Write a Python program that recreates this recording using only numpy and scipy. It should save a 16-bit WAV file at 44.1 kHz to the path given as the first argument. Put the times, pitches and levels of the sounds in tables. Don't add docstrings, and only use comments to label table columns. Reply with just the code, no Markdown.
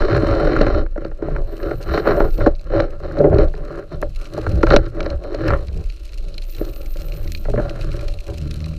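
import sys
import numpy as np
from scipy import signal
from scipy.io import wavfile
from scipy.ndimage import uniform_filter1d

SR = 44100
rng = np.random.default_rng(int(sys.argv[2]) if len(sys.argv) > 2 else 0)


def unload_audio(sound):
    columns = np.transpose(np.atleast_2d(sound))
    steps = np.round(np.clip(columns, -1, 1) * 32767)
    wavfile.write(sys.argv[1], SR, steps.astype(np.int16))


N = 387198

# start t/s, hold/s, low modes level/dB,
# mid modes level/dB re low, high modes level/dB re low, barrel boom level/dB re low
TUGS = [(0.0, 0.095, -23.5, -9.5, -14, -2.5), (0.111, 0.061, -16, -9, -18.5, 1),
        (0.227, 0.11, -21.5, -8.5, -17.5, 0.5), (0.349, 0.26, -18, -12, -21, -3.5),
        (0.626, 0.17, -20, -11, -21, -1), (1.012, 0.057, -34, -11.5, -25, 4),
        (1.239, .15, -28, -15, -28, 3), (1.48, 0.094, -34, -13, -20, -4),
        (1.632, 0.097, -27, -10.5, -22, 2.5), (1.8, 0.092, -36.5, -9, -24, 8),
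        (1.891, 0.079, -28, -5, -13.5, 2), (1.937, 0.051, -21.5, -9.5, -13, -1),
        (2.084, 0.036, -14.5, -6, -22.5, -5.5), (2.15, 0.11, -22, -10, -26, 0.5),
        (2.415, 0.055, -22.5, -11, -19, 6), (2.676, .04, -43, -1.5, -12, -4),
        (2.745, 0.05, -17.5, -13, -24, 0.5), (2.819, 0.033, -24, -11.5, -23, -8),
        (2.924, 0.015, -34.5, -10.5, -25, 3.5), (3.035, 0.15, -31, -12, -20.5, 7),
        (3.199, 0.011, -17, -24, -41, 0), (3.246, 0.024, -13.5, -27, -43, -0.5),
        (3.33, 0.02, -16, -19, -43, 4), (3.398, 0.03, -15.5, -14, -26, -2),
        (3.572, 0.18, -37.5, -14, -24, 1), (3.691, 0.12, -31, -10.5, -25, -1.5),
        (3.923, 0.025, -34.5, -11.5, -14, 5.5), (4.03, 0.015, -30, -20, -27, 5),
        (4.203, .06, -42.5, -6, -18, -4), (4.351, 0.11, -30.5, -10, -19.5, 2),
        (4.47, 0.22, -29, -16, -23, 8), (4.72, 0.022, -11, -10.5, -17.5, 2),
        (4.789, 0.077, -36, -6, -17.5, 9), (4.964, 0.17, -29.5, -12.5, -23, 1.5),
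        (5.23, 0.29, -33.5, -13.5, -18, 1), (5.422, 0.073, -23.5, -11, -20, 3),
        (5.485, 0.052, -18.5, -9.5, -33, 3.5), (5.57, 0.056, -36.5, -15, -17, -10),
        (5.687, 0.13, -42.5, -16, -26, 15), (6.217, .15, -47, -16, -6, 8.5),
        (6.582, .11, -36.5, -13.5, -17, 2), (6.751, 0.11, -37.5, -17.5, -28, -4),
        (6.99, 0.28, -39, -14, -25, 6), (7.472, 0.16, -39, -25, -31, 17.5),
        (7.616, 0.089, -31.5, -10.5, -19, -7), (7.759, 0.29, -36.5, -8, -17, 10),
        (8.078, 0.067, -42.5, -16, -20, 13.5), (8.282, 0.034, -36.5, -15, -27, 6),
        (8.402, 0.33, -42, -10, -15, 14)]
# t/s, level/dB
SEA = [(0.0, -60), (0.29, -54.5), (0.64, -63.5), (0.78, -69), (1.22, -67), (2.08, -56.5), (2.3, -54.5),
       (2.47, -66.5), (4.04, -61.5), (4.25, -55), (4.6, -55.5), (4.81, -66), (5.28, -64), (5.48, -59),
       (5.79, -58), (6.43, -56.5), (7.78, -54), (8.78, -54.5)]
# f/Hz, width/Hz, relative level/dB
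LOW_MODES = [(237, 88, -11.5), (327, 35, 4), (418.5, 55.4, 1.5), (498.5, 115, -2.5), (572.9, 45.7, 4.5),
             (794, 100, -15.5)]
MID_MODES = [(1126, 295, 9.5), (1381, 71.5, 16), (1595, 292, 5), (2300, 180, -28)]
HIGH_MODES = [(3060, 64, 6.5), (3660, 240, 3), (4180, 187, 10.5), (4940, 110, -1), (5450, 170, -1),
              (6800, 2000, -85)]


def amp(db):
    return 10 ** (np.asarray(db) / 20)


def rms_one(x):
    return x / np.sqrt(np.mean(x ** 2) + 1e-20)


def in_time(rows):
    s, *columns = np.transpose(rows)
    return [np.interp(np.arange(N) / SR, s, c) for c in columns]


def wander(per_s):
    knots = rng.standard_normal(int(N / SR * per_s) + 2)
    return np.interp(np.arange(N) / SR * per_s, np.arange(len(knots)), knots)


def resonate(x, hz, width_hz):
    r = np.exp(-np.pi * width_hz / SR)
    feed = (1 - r * r) / 2 * np.array([1, 0, -1])
    return signal.lfilter(feed, [1, -2 * r * np.cos(2 * np.pi * hz / SR), r * r], x + 1e-18)


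def body(x, modes, wander_db=0):
    click = np.arange(SR) == 0
    response = ring = 0
    for k, (hz, width_hz, db) in enumerate(modes):
        gain = (-1) ** k * amp(db)
        response = response + gain * resonate(click, hz, width_hz)
        fed = x * amp(wander_db * wander(9))
        ring = ring + gain * resonate(fed, hz, width_hz)
    return ring / np.sqrt(np.sum(response ** 2))


def steep(x, hz, kind):
    return signal.sosfilt(signal.butter(4, hz, kind, fs=SR, output="sos"), x)


def grains(per_s, spread_db):
    sizes = amp(spread_db * np.minimum(rng.exponential(1, N), 4)) * rng.choice([-1, 1], N)
    return rms_one(sizes * (rng.random(N) < per_s / SR))


def struck(times, peak_db, modes, contact_s):
    t = np.arange(int(.06 * SR)) / SR
    rattle = rng.standard_normal((len(times), len(t))) * np.exp(-t / np.reshape(contact_s, (-1, 1)))
    strengths_db = 3 * rng.standard_normal((len(times), len(modes)))
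    out = np.zeros(N + 2 * len(t))
    for s, db, shake, own in zip(times, peak_db, rattle, strengths_db):
        shake = np.pad(shake, (0, len(t)))
        ring = sum(amp(level + g) * resonate(shake, hz, w) for (hz, w, level), g in zip(modes, own))
        at = round(s * SR)
        out[at:at + len(ring)] += amp(db) * ring / np.abs(ring).max()
    return out[:N]


def tugged(level_db, order):
    # rise/(dB/s), fall/(dB/s), level between tugs/dB
    rise_db_per_s = [310, 355, 402, 207]
    fall_db_per_s = [312, 410, 453, 256]
    slack_db = [-52.5, -62, -73, -43.5]
    t = np.arange(0, N + 40, 40) / SR
    start, hold = np.transpose(TUGS)[:2, :, None]
    before_db = rise_db_per_s[order] * np.clip(start - t, 0, None)
    after_db = fall_db_per_s[order] * np.clip(t - start - hold, 0, None)
    power = np.sum(amp(level_db[:, None] - before_db - after_db) ** 2, axis=0)
    power = power + amp(slack_db[order]) ** 2
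    return np.interp(np.arange(N) / SR, t, 10 * np.log10(power))


def line_rub():
    db, mid_re, high_re = np.transpose(TUGS)[2:5]
    low_db = tugged(db, order=0)
    mid_db = tugged(db + mid_re, order=1)
    high_db = tugged(db + high_re, order=2)
    slips = grains(2500, spread_db=5.5)
    fine = 0.5 * slips + 0.3 * rng.standard_normal(N)
    low = body(amp(low_db) * slips, LOW_MODES, wander_db=2.5)
    low = steep(steep(low, 140, "high"), 1030, "low")
    mid = body(amp(mid_db) * slips, MID_MODES, wander_db=1.5)
    mid = steep(steep(mid, 836, "high"), 2510, "low")
    high = body(amp(high_db) * fine, HIGH_MODES)
    high = steep(steep(high, 2300, "high"), 6900, "low")
    return low + mid + high


def barrel():
    # t/s, level/dB
    rumble_curve = [(0.0, -5), (0.14, -25), (0.37, -10.5), (1.25, -28), (1.37, -18), (1.46, -25),
                    (1.98, -23), (2.22, -13.5), (3.13, -27), (3.38, -12), (3.86, -33), (4.18, -17.5),
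                    (4.28, -35), (4.79, -8.5), (4.86, -25.5), (5.82, -26), (5.84, -12.5), (5.92, -21.5),
                    (6.53, -26.5), (6.63, -21), (7.85, -23), (7.92, -18.5), (8.71, -32.5), (8.78, -18)]
    # f/Hz, width/Hz, relative level/dB
    rumble_modes = [(24.4, 8.9, 17.5), (35, 16, -17)]
    boom_modes = [(59.8, 11, 7), (113.6, 16.3, -2.5), (150.6, 15.3, -3.5)]
    rumble_follows = .3
    db, boom_re = np.transpose(TUGS)[[2, 5]]
    boom_db = tugged(db + boom_re, order=3)
    swing_db = boom_db - uniform_filter1d(boom_db, size=SR // 2)
    rumble_db = in_time(rumble_curve)[0] + rumble_follows * swing_db
    rumble = steep(body(amp(rumble_db) * rng.standard_normal(N), rumble_modes), 56.5, "low")
    boom = body(amp(boom_db) * grains(300, spread_db=3.0), boom_modes, wander_db=4.5)
    return rumble + steep(steep(boom, 67.6, "high"), 191, "low")


def shrimp():
    # t/s, peak level/dB, treble level/dB re peak
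    near_ticks = [(0.016, -27, -30), (0.2688, -37, -24), (0.311, -25, -27), (0.351, -20, -17),
                  (0.597, -30, -39), (0.614, -11.5, -52), (0.665, -25, -38), (1.0475, -30, -41),
                  (1.6303, -26, -30), (1.828, -30, -13), (2.0763, -20.5, -35), (2.306, -31, -25),
                  (2.379, -26, -23), (2.4647, -29, -31), (2.5517, -32, -21), (2.594, -35.5, -41),
                  (2.803, -19, -27), (3.1876, -25.5, -34), (3.3454, -26, -21), (3.3846, -19.5, -36),
                  (3.4825, -31, -37), (3.551, -32, -41), (4.0164, -25.5, 3), (4.255, -25.5, -27),
                  (4.4135, -30.5, -23), (4.514, -27, -10), (4.6293, -17, -33), (4.6675, -18, -36),
                  (4.704, -11, -29), (4.763, 2, -32), (4.855, -32, -13), (4.861, -28.5, -30),
                  (5.005, -15, -30), (5.029, -23, -29), (5.0606, -23, -26), (5.1015, -20.5, -45),
                  (5.238, -31, -22), (5.3458, -20, -33), (5.4805, -13.5, -11), (5.5034, -31, -25),
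                  (5.683, -25.5, -21), (5.9, -27, -22), (6.0916, -31, -31), (6.133, -27, -24),
                  (6.342, -23.5, -20), (6.3807, -17, -9), (6.4223, -26.5, -21), (6.5483, -25, -23),
                  (6.5832, -28, -23), (6.6486, -31, -18), (7.121, -23, -28), (7.276, -21.5, -39),
                  (7.32, -24.5, 10), (7.349, -13.5, -15), (7.695, -20, -25), (7.812, -22.5, -14),
                  (7.9165, -23.5, -23), (7.9925, -27.5, -16), (8.0496, -37, -23), (8.084, -20, -14),
                  (8.139, -26.5, -7), (8.188, -25.5, -20), (8.34, -32, -15), (8.4233, -30, -19),
                  (8.511, -14, -10), (8.542, -27, 7), (8.604, -26, -18), (8.642, -24, -25),
                  (8.6855, -36, -15), (8.7396, -30.5, -23.5)]
    # f/Hz, width/Hz, relative level/dB
    wall_modes = [(2627, 520, 3), (4133, 320, 7.5), (5430, 2560, -5)]
    wall_treble_modes = [(6560, 18000, 5), (10300, 2700, -9), (13000, 4200, -19)]
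    s, db, treble_db = np.transpose(near_ticks)
    near = steep(struck(s, db, wall_modes, contact_s=0.0024), 5160, "low")
    near += struck(s, db + treble_db, wall_treble_modes, contact_s=.0005)

    sea = amp(in_time(SEA)[0])
    snaps = np.abs(grains(120, spread_db=4.5))
    tail = signal.lfilter([1], [1, -np.exp(-1 / (0.0032 * SR))], snaps)
    smeared = rms_one(tail * rng.standard_normal(N))
    far = 0
    for modes, gain_db in ((wall_modes, 11.0), (wall_treble_modes, 5.5)):
        own = grains(150, spread_db=2.5)
        crackle = 0.42 * smeared + 0.19 * own + 0.2 * rng.standard_normal(N)
        far = far + amp(gain_db) * body(sea * crackle, modes)
    dulled = signal.lfilter([.48], [1, -.6], near + far)
    return steep(dulled, 1700, "high")


def microphone_hiss():
    hiss_db = -14.5
    return steep(amp(in_time(SEA)[0] + hiss_db) * rng.standard_normal(N), 5500, "high")


def knocks():
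    # t/s, mid modes peak level/dB,
    # low modes level/dB re that peak, nominal decay time of the rattle/s
    blows = [(0.0204, -10.5, -1, 0.0028), (0.2297, -24, 19.5, 0.0075), (0.396, -26, -13, 0.0033),
             (0.472, -16, 15.5, 0.0034), (0.5644, -6.5, -22, 0.0017), (0.6095, -10.5, 15.5, 0.0074),
             (0.6652, -14.5, 10.5, 0.011), (0.863, -27, -7, .003), (0.959, -30, 17, 0.0036),
             (0.9771, -22.5, 8.5, .004), (1.049, -23, 12, .003), (1.1146, -30.5, 8, 0.0041),
             (1.2223, -25, 17.5, 0.0034), (1.2829, -29.5, 23, 0.0022), (1.363, -14.5, -19, 0.002),
             (1.6012, -24.5, 8, .003), (1.7114, -18, 6, 0.0044), (1.976, -5, 0.5, 0.0029),
             (2.055, -18, 13, 0.0057), (2.071, -8.5, 7.5, 0.0037), (2.2029, -6, 12.5, 0.0022),
             (2.383, -31.5, 21, 0.008), (2.4068, -15, 4, 0.01), (2.4624, -7, 14.5, 0.0085),
             (2.7346, -22, 18, 0.0038), (2.801, -3.5, -7, 0.00099), (3.1113, -26, 6, .0027),
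             (3.1686, -20.5, -9, 0.0045), (3.2008, -25, 26, 0.012), (3.241, -19.5, 21, 0.0057),
             (3.3271, -23.5, 22, 0.0055), (3.3841, -23, 25, 0.0098), (3.5394, -25, 7.5, 0.0032),
             (3.917, -30, 13, 0.0088), (4.026, -11, 4.5, 0.003), (4.3752, -31.5, 25, 0.011),
             (4.4273, -31, 12, 0.0048), (4.465, -12, 3.5, 0.0039), (4.6319, -2, 7, .0045),
             (4.6687, -9.5, -3, 0.0044), (4.7055, -4, 5.5, 0.0058), (4.7628, -2, 10, 0.0013),
             (5.005, -16.5, -7, .0024), (5.0624, -13.5, 5.5, 0.00095), (5.244, -32, 14.5, 0.0063),
             (5.3438, -19.5, 12, 0.0033), (5.438, -22, 3, 0.0014), (5.4841, -10, -26, 0.0033),
             (5.505, -6.5, 1, 0.0033), (5.5344, -9.5, -10, 0.0022), (6.6104, -28, 22, 0.0018),
             (6.9566, -34, 11, 0.005), (7.4529, -21.5, 3.5, 0.0055), (7.4821, -33, 22, .008),
             (7.4976, -31.5, 16, .004), (7.536, -25, 18, .0065), (7.5594, -21, 2, .0032),
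             (7.5751, -20, 12.5, 0.019), (7.5966, -22, 16.5, .0033), (7.7595, -27, 3, 0.0013),
             (8.2867, -32, 6, .004)]
    low_lag_s = 0.00198
    high_db = -26.5
    s, db, low_db, rattle_s = np.transpose(blows)
    low = struck(s + low_lag_s, db + low_db, LOW_MODES, contact_s=rattle_s)
    damped = [(hz, 1.53 * w, level) for hz, w, level in MID_MODES]
    mid = struck(s, db, damped, contact_s=0.98 * rattle_s)
    high = struck(s, db + high_db, HIGH_MODES, contact_s=1.1 * rattle_s)
    return steep(low, 630, "low") + steep(mid, 1890, "low") + steep(high, 1200, "high")


def circuit_buzz():
    # start t/s, length/s, first level/dB, last level/dB, before beat and surges
    bouts = [(1.423, 1.0, -65, -53.5), (6.412, 1.04, -51, -55)]
    surges_s = [.1, .19, .36, .51, .65, .76, .92]
    # f/Hz, width/Hz, relative level/dB
    buzz_modes = [(12700, 480, 1), (14250, 620, 6), (14700, 440, -6.5), (9560, 600, -4)]
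    frames_per_s, frame_start_s = 59.94, 6.811
    surge_s, surge_db, rise_s, fade_s = .025, 7, .1, .025
    whine_hz, width_hz = 8560, 50
    whine_drive_db = -77

    t = np.arange(N) / SR
    busy = ((t - frame_start_s) * frames_per_s) % 1 < .5
    on = level = 0
    for start, length, first_db, last_db in bouts:
        since = t - start
        edge = np.clip(np.minimum(since / rise_s, (length - since) / fade_s), 0, 1)
        surge = np.clip(sum(np.exp(-((since - s) / surge_s) ** 2 * 2) for s in surges_s), 0, 1)
        beat_db = np.where(busy, 2.1, -7.0) * (1 - surge) + surge_db * surge
        on = on + edge
        level = level + edge * amp(np.interp(since, [0, length], [first_db, last_db]) + beat_db)
    hiss = body(level * grains(6000, spread_db=4.0), buzz_modes)
    tone = np.sin(2 * np.pi * whine_hz * t) / 8 + rng.standard_normal(N)
    whine = body(on * amp(whine_drive_db) * tone, [(whine_hz, width_hz, 0)])
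    whine = resonate(whine, whine_hz, width_hz) * amp(np.where(busy, 3.0, -6.0))
    return steep(hiss, 10700, "high") + whine


def strum():
    # t/s, f/Hz, level/dB
    strum_bouts = [
        [(7.24, 77.4, -25.5), (7.364, 80.4, -29.5), (7.448, 110.9, -40), (7.578, 120.3, -17.5),
         (7.654, 105.4, -48), (7.76, 105, -33)],
        [(8.3, 86.7, -62), (8.342, 83.8, -30), (8.402, 80.1, -27), (8.446, 72, -21.5), (8.664, 78.5, -26.5),
         (8.78, 79.5, -26)],
    ]
    # multiple of the pitch, relative level/dB
    partials = [(1, -4), (2, -12), (3, -19), (4, -23)]
    edge_s = .04
    t, out = np.arange(N) / SR, 0
    for rows in strum_bouts:
        hz, db = in_time(rows)
        turn = 2 * np.pi * np.cumsum(hz) / SR
        start, end = rows[0][0], rows[-1][0] + edge_s
        on = np.clip(np.minimum(t - start, end - t) / edge_s, 0, 1)
        hum = sum(amp(level) * np.sin(k * turn) for k, level in partials)
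        out = out + on * amp(db) * np.sqrt(2) * hum
    return out


def scene():
    gun = line_rub() + barrel() + knocks() + strum()
    return (gun + shrimp() + microphone_hiss() + circuit_buzz())[None]


def record(dry):
    stop_hz = 15950
    clipped = dry / (1 + np.abs(dry) ** 6) ** (1 / 6)
    return signal.sosfilt(signal.cheby2(12, 70, stop_hz, fs=SR, output="sos"), clipped)


dry = scene()
out = record(dry)
unload_audio(out)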